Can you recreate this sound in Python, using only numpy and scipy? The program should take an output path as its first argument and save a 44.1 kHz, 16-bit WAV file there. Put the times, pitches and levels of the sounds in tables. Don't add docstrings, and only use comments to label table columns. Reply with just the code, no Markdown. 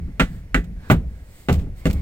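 import sys
import numpy as np
from scipy import signal
from scipy.fft import rfft, irfft, next_fast_len
from scipy.io import wavfile
from scipy.ndimage import uniform_filter1d, minimum_filter1d

SR = 44100
rng = np.random.default_rng(int(sys.argv[2]) if len(sys.argv) > 2 else 0)


def waveform_to_disk(signal):
    frames = np.transpose(np.atleast_2d(signal))
    scaled = np.clip(frames, -1, 1) * 32767
    samples = np.round(scaled).astype(np.int16)
    wavfile.write(sys.argv[1], SR, samples)


N = 88817

STEP_BANDS_HZ = [120, 250, 550, 1000, 1700, 3000, 8000]
# start_s, place_wavelengths, heel_snap_gain, sole_delay_s, sole_db, sole_snap_gain,
# panel_db, boom_db, then one strength_db per EQ band
FOOTFALLS = [(0.1975, 0.82, 0.61, 0.0044, 2, 0.42, 9, -11.5, -8, 0.5, -3, -4, -7.5, -2, -7),
             (0.5451, 1.54, 1.3, 0.0044, -8.5, 1, 3, -9, -9.5, -2, -7.5, -8, -1.5, -3, -6.5),
             (0.9005, 2.66, 0.2, 0.011, -2, 1.8, -1.5, 1, 9, 10, 7.5, 3.5, -7, -1.5, -12),
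             (1.4865, 3.27, 0.28, 0.0095, -2.5, .5, 3.5, 4.5, 1, 1.5, 3, -4, -17, -7, -14),
             (1.856, 3.33, 0.93, 0.011, -6, 0.16, 4.5, 1.5, 6.5, -3.5, 0, -18, -17.5, -11.5, -9.5)]
def footsteps():
    out = np.zeros((2, N))
    for start_s, place, heel_snap, delay_s, sole_db, sole_snap, panel_db, boom_db, *eq_db in FOOTFALLS:
        colour = np.c_[STEP_BANDS_HZ, eq_db]
        add(out, start_s, clack(colour, heel_snap) + amp(panel_db) * panel_ring(colour, place))
        add(out, start_s + delay_s, amp(sole_db) * clack(colour, sole_snap))
        add(out, start_s, amp(boom_db) * hull_boom())
    return out


# freq_hz, gain_db
CLACK_EQ = [(30, 16), (120, 30.5), (250, 27.5), (340, 21), (550, 19), (1000, 17.5), (1400, 28),
            (2000, 25.5), (2900, 15.5), (3900, 10.5), (5200, 1), (7800, 7.5), (10000, -5), (16000, -2)]
# freq_hz, t60_s
CLACK_DECAY = [(100, 0.19), (300, 0.1), (800, 0.091), (2000, 0.09), (5000, 0.14), (15000, 0.15)]
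def clack(colour, snap, size=16384):
    def envelope(t, hz):
        attack = 1 - np.exp(-t * hz)
        body = decay(t, read(CLACK_DECAY, hz))
        tail = amp(-27.5) * decay(t, t60_s=0.27)
        return attack * (body + snap * decay(t, t60_s=0.018) + tail)
    ring = dense_ring(envelope, size)
    ring[:, 0] -= 0.35 * (1 + snap)
    hz = bins(ring)
    return equalise(ring, read(CLACK_EQ, hz) + read(colour, hz))


# pitch_hz, level_db, t60_s
PANEL_MODES = [(169.94, -12.5, 0.16), (218.1, -14, 0.13), (267.2, -11.5, 0.097), (390.7, -19.5, 0.097),
               (499.4, -21.5, 0.13), (634, -20, 0.07), (686, -24.5, 0.12), (836.5, -19.5, 0.08),
               (945, -24.5, 0.035), (1177, -12.5, 0.066), (1377, -16.5, .09), (1560, -20.5, 0.11),
               (1769, -27, 0.15), (1990, -23.5, 0.16), (2780, -23, 0.086)]
def panel_ring(colour, place, size=16384):
    rise_cycles, reference_hz = 1.3, 100
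    t = np.arange(size) / SR
    ring = 0
    for hz, level_db, t60_s in PANEL_MODES:
        coupling = abs(np.cos(2 * np.pi * place * np.sqrt(hz / reference_hz)))
        gain = coupling * amp(level_db + read(colour, hz))
        swell = 1 - np.exp(-t * hz / rise_cycles)
        ring = ring - gain * swell * decay(t, t60_s) * np.sin(2 * np.pi * hz * t)
    return np.array([ring, ring])


# freq_hz, gain_db
BOOM_EQ = [(22, 32), (60, 40.5), (125, 29.5), (190, 31), (290, 18), (420, 12.5), (650, 6.5), (2000, -19.5)]
# freq_hz, t60_s
BOOM_DECAY = [(40, 0.7), (80, 0.9), (200, 0.47), (600, 0.55), (2000, 0.25)]
# pitch_hz, level_db, t60_s
CAVITY_MODES = [(177.93, -21.5, 0.49)]
def hull_boom(size=32768, rise_s=0.013):
    t = np.arange(size) / SR
    swell = 1 - np.exp(-t / rise_s)
    rumble = dense_ring(lambda t, hz: swell * decay(t, read(BOOM_DECAY, hz)), size)
    cavity = sum(amp(db) * decay(t, t60_s) * np.sin(2 * np.pi * hz * t) for hz, db, t60_s in CAVITY_MODES)
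    return equalise(rumble, read(BOOM_EQ, bins(rumble))) - swell * cavity


# peak_s, pitch_hz, half_length_s, level_db
FLOOR_THUMPS = [(0.2352, 46.4, 0.019, -13.5), (0.579, 46.6, 0.035, -13), (0.757, 45.7, 0.028, -25.5),
                (0.934, 41.6, 0.032, -25), (1.067, 58.45, 0.11, -27.5), (1.531, 77.4, 0.021, -9),
                (1.571, 79.6, 0.014, -12), (1.897, 72, 0.019, -15), (1.969, 69.8, 0.042, -20)]
def floor_flex():
    t = np.arange(N) / SR
    return sum(amp(level_db) * bell_curve(t - peak_s, half_s) * np.cos(2 * np.pi * hz * (t - peak_s))
               for peak_s, hz, half_s, level_db in FLOOR_THUMPS)


# start_s, pitch_hz, level_db
HULL_KNOCKS = [(0.077, 300, -15), (.5725, 390, 1), (.586, 160, -3), (1.628, 330, -12), (1.665, 330, -14),
               (1.957, 320, -9)]
# pitch_ratio, gain_db
KNOCK_EQ = [(.4, -28), (1, 0), (1.5, -19), (20, -52)]
# start_s, level_db
LOW_BOOMS = [(-.05, -3), (0.289, -8.5), (0.661, -10.5)]
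def hull_settling():
    out = np.zeros((2, N))
    for start_s, pitch_hz, level_db in HULL_KNOCKS:
        colour = np.multiply(KNOCK_EQ, [pitch_hz, 1])
        knock = clack(colour, snap=0, size=8192) + panel_ring(colour, place=0, size=8192)
        add(out, start_s, amp(level_db) * knock)
    lowpass = signal.butter(2, 250, fs=SR, output="sos")
    for start_s, level_db in LOW_BOOMS:
        add(out, start_s, amp(level_db) * signal.sosfilt(lowpass, hull_boom()))
    return out


# peak_s, level_db, attack_s, decay_s, tilt_db_per_octave
GRIT_CRUNCHES = [(0.643, -49, 0.0022, 0.01, -1), (0.912, -24, 0.0059, 0.0124, 3.5),
                 (1.5288, -27, 0.0026, 0.0034, 1), (1.538, -34.5, 0.003, 0.017, -0.5),
                 (1.593, -46, 0.015, 0.03, -2.5), (1.868, -28.5, 0.0006, 0.0049, -1.5),
                 (1.9008, -27, .0005, 0.004, -3), (1.9097, -31, .0006, 0.0052, -1.5),
                 (1.930, -33.5, 0.0012, 0.008, 5.5)]
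# freq_hz, gain_db
GRIT_EQ = [(300, -1.5), (2600, 4.5), (5800, -3), (8000, 1), (10000, -10.5), (14000, -2.5)]
def grit(grains_per_s=7000):
    t, out = np.arange(N) / SR, 0
    hz, eq_db = np.transpose(GRIT_EQ)
    for peak_s, level_db, attack_s, decay_s, tilt in GRIT_CRUNCHES:
        grains = (rng.random(N) < grains_per_s / SR) * rng.standard_normal((2, N))
        pressure = np.exp(-np.maximum((peak_s - t) / attack_s, (t - peak_s) / decay_s))
        out = out + amp(level_db) * pressure * shaped(grains, np.c_[hz, eq_db + tilt * np.log2(hz)])
    return out


# peak_s, half_length_s, rub_db, resonance_hz, hiss_db
DENIM_SWISHES = [(0.077, 0.42, -61.5, 2100, -75), (0.331, 0.076, -53.5, 1750, -58.5),
                 (0.875, 0.079, -47.5, 1630, -61.5), (1.178, 0.12, -63, 1630, -64.5),
                 (1.399, 0.11, -59, 2080, -53), (1.791, 0.028, -61.5, 2060, -55),
                 (1.933, 0.13, -47.5, 2190, -55.5)]
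# freq_hz, gain_db
RUB_EQ = [(200, 1.5), (900, -6), (2300, -14.5), (4500, -17), (16000, -49.5)]
# freq_hz, gain_db
HISS_EQ = [(300, -12), (4500, 2), (6000, -5), (8200, 6), (10000, -6.5), (15000, 1)]
def denim(boost_db=14, half_width_hz=170):
    t, out = np.arange(N) / SR, 0
    hz = bins(t)
    hiss = shaped(rng.standard_normal((2, N)), HISS_EQ)
    for peak_s, half_s, rub_db, resonance_hz, hiss_db in DENIM_SWISHES:
        resonance_db = boost_db / (1 + ((hz - resonance_hz) / half_width_hz) ** 2)
        rub = shaped(rng.standard_normal((2, N)), np.c_[hz, read(RUB_EQ, hz) + resonance_db])
        out = out + bell_curve(t - peak_s, half_s) * (amp(rub_db) * rub + amp(hiss_db) * hiss)
    return out


# freq_hz, gain_db
AIR_EQ = [(20, -2.5), (45, -2.5), (100, -9), (300, -21), (600, -25), (1100, -36.5), (2000, -31.5),
          (3200, -42), (16000, -49)]
def outdoor_air(level_db=-45.5):
    return amp(level_db) * shaped(rng.standard_normal((2, N)), AIR_EQ)


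# freq_hz, coherence_ratio
STEREO_COHERENCE = [(100, .99), (500, 0.95), (2000, 0.94), (4000, 0.11), (12000, 1)]
def stereo_pair(noise):
    left, other = rfft(noise)
    coherence = np.clip(read(STEREO_COHERENCE, bins(noise)), 0, 1)
    right = coherence * left + np.sqrt(1 - coherence ** 2) * other
    return irfft(np.array([left, right]), noise.shape[-1])


def dense_ring(envelope, size):
    noise = stereo_pair(rng.standard_normal((2, size)))
    t, spectrum, out = np.arange(size) / SR, rfft(noise), 0
    centres_hz = np.geomspace(35, 14000, 16)
    for hz, solo in zip(centres_hz, np.eye(len(centres_hz))):
        band = read(np.c_[centres_hz, solo], bins(noise))
        ring = irfft(spectrum * band) * envelope(t, hz)
        out = out + unit_rms(ring) * np.sqrt(np.mean(band ** 2) / size)
    return out


def shaped(noise, eq):
    size = noise.shape[1]
    padded = np.pad(noise, ((0, 0), (0, next_fast_len(size, True) - size)))
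    spectrum = rfft(stereo_pair(padded)) * amp(read(eq, bins(padded)))
    return unit_rms(irfft(spectrum, padded.shape[1])[:, :size])


def equalise(x, gain_db):
    log_gain = np.log(amp(np.r_[gain_db, gain_db[-2:0:-1]]))
    response = np.exp(np.conj(signal.hilbert(log_gain)))[:len(gain_db)]
    return irfft(rfft(x) * response)


def read(curve, hz):
    points_hz, values = np.transpose(curve)
    return np.interp(np.log(hz + 1), np.log(points_hz + 1), values)


def add(mix, start_s, sound):
    at = round(start_s * SR)
    sound = sound[:, max(-at, 0):]
    part = mix[:, max(at, 0):][:, :sound.shape[1]]
    part += sound[:, :part.shape[1]]


def decay(t, t60_s):
    return np.exp(-np.log(1000) * t / t60_s)


def bell_curve(t, half_s):
    return np.exp(-(t / half_s) ** 2)


def amp(db):
    return 10 ** (np.asarray(db) / 20)


def unit_rms(x):
    return x / np.sqrt(np.mean(x ** 2) + 1e-20)


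def bins(x):
    return np.fft.rfftfreq(x.shape[-1], 1 / SR)


def scene():
    return footsteps() + hull_settling() + floor_flex() + grit() + denim() + outdoor_air()


# freq_hz, left_minus_right_db
STEREO_BALANCE = [(100, 0), (700, 0), (1400, -4), (2300, -6), (3300, -2.5), (5500, 3), (8000, -2),
                  (13000, 2.5)]
# freq_hz, left_lead_rad
STEREO_PHASE = [(100, 0.17), (500, 0.5), (1200, 1.54), (4000, 1.7)]
def record(dry):
    ceiling, limiter_s, cutoff_hz = 0.95, 0.0032, 16100
    padded = np.pad(dry, ((0, 0), (0, next_fast_len(2 * N) - N)), mode="reflect")
    hz, side = bins(padded), np.array([[0.5], [-0.5]])
    ports = amp(side * read(STEREO_BALANCE, hz)) * np.exp(1j * side * read(STEREO_PHASE, hz))
    stereo = irfft(rfft(padded) * ports, padded.shape[1])[:, :N]
    span = round(limiter_s * SR)
    needed_gain = ceiling / np.maximum(abs(stereo).max(0), ceiling)
    smooth_gain = uniform_filter1d(minimum_filter1d(needed_gain, span), span)
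    lowpass = signal.firwin(255, cutoff_hz, window=("kaiser", 9), fs=SR)
    return signal.oaconvolve(stereo * smooth_gain, lowpass[None], "same")


dry = scene()
out = record(dry)
waveform_to_disk(out)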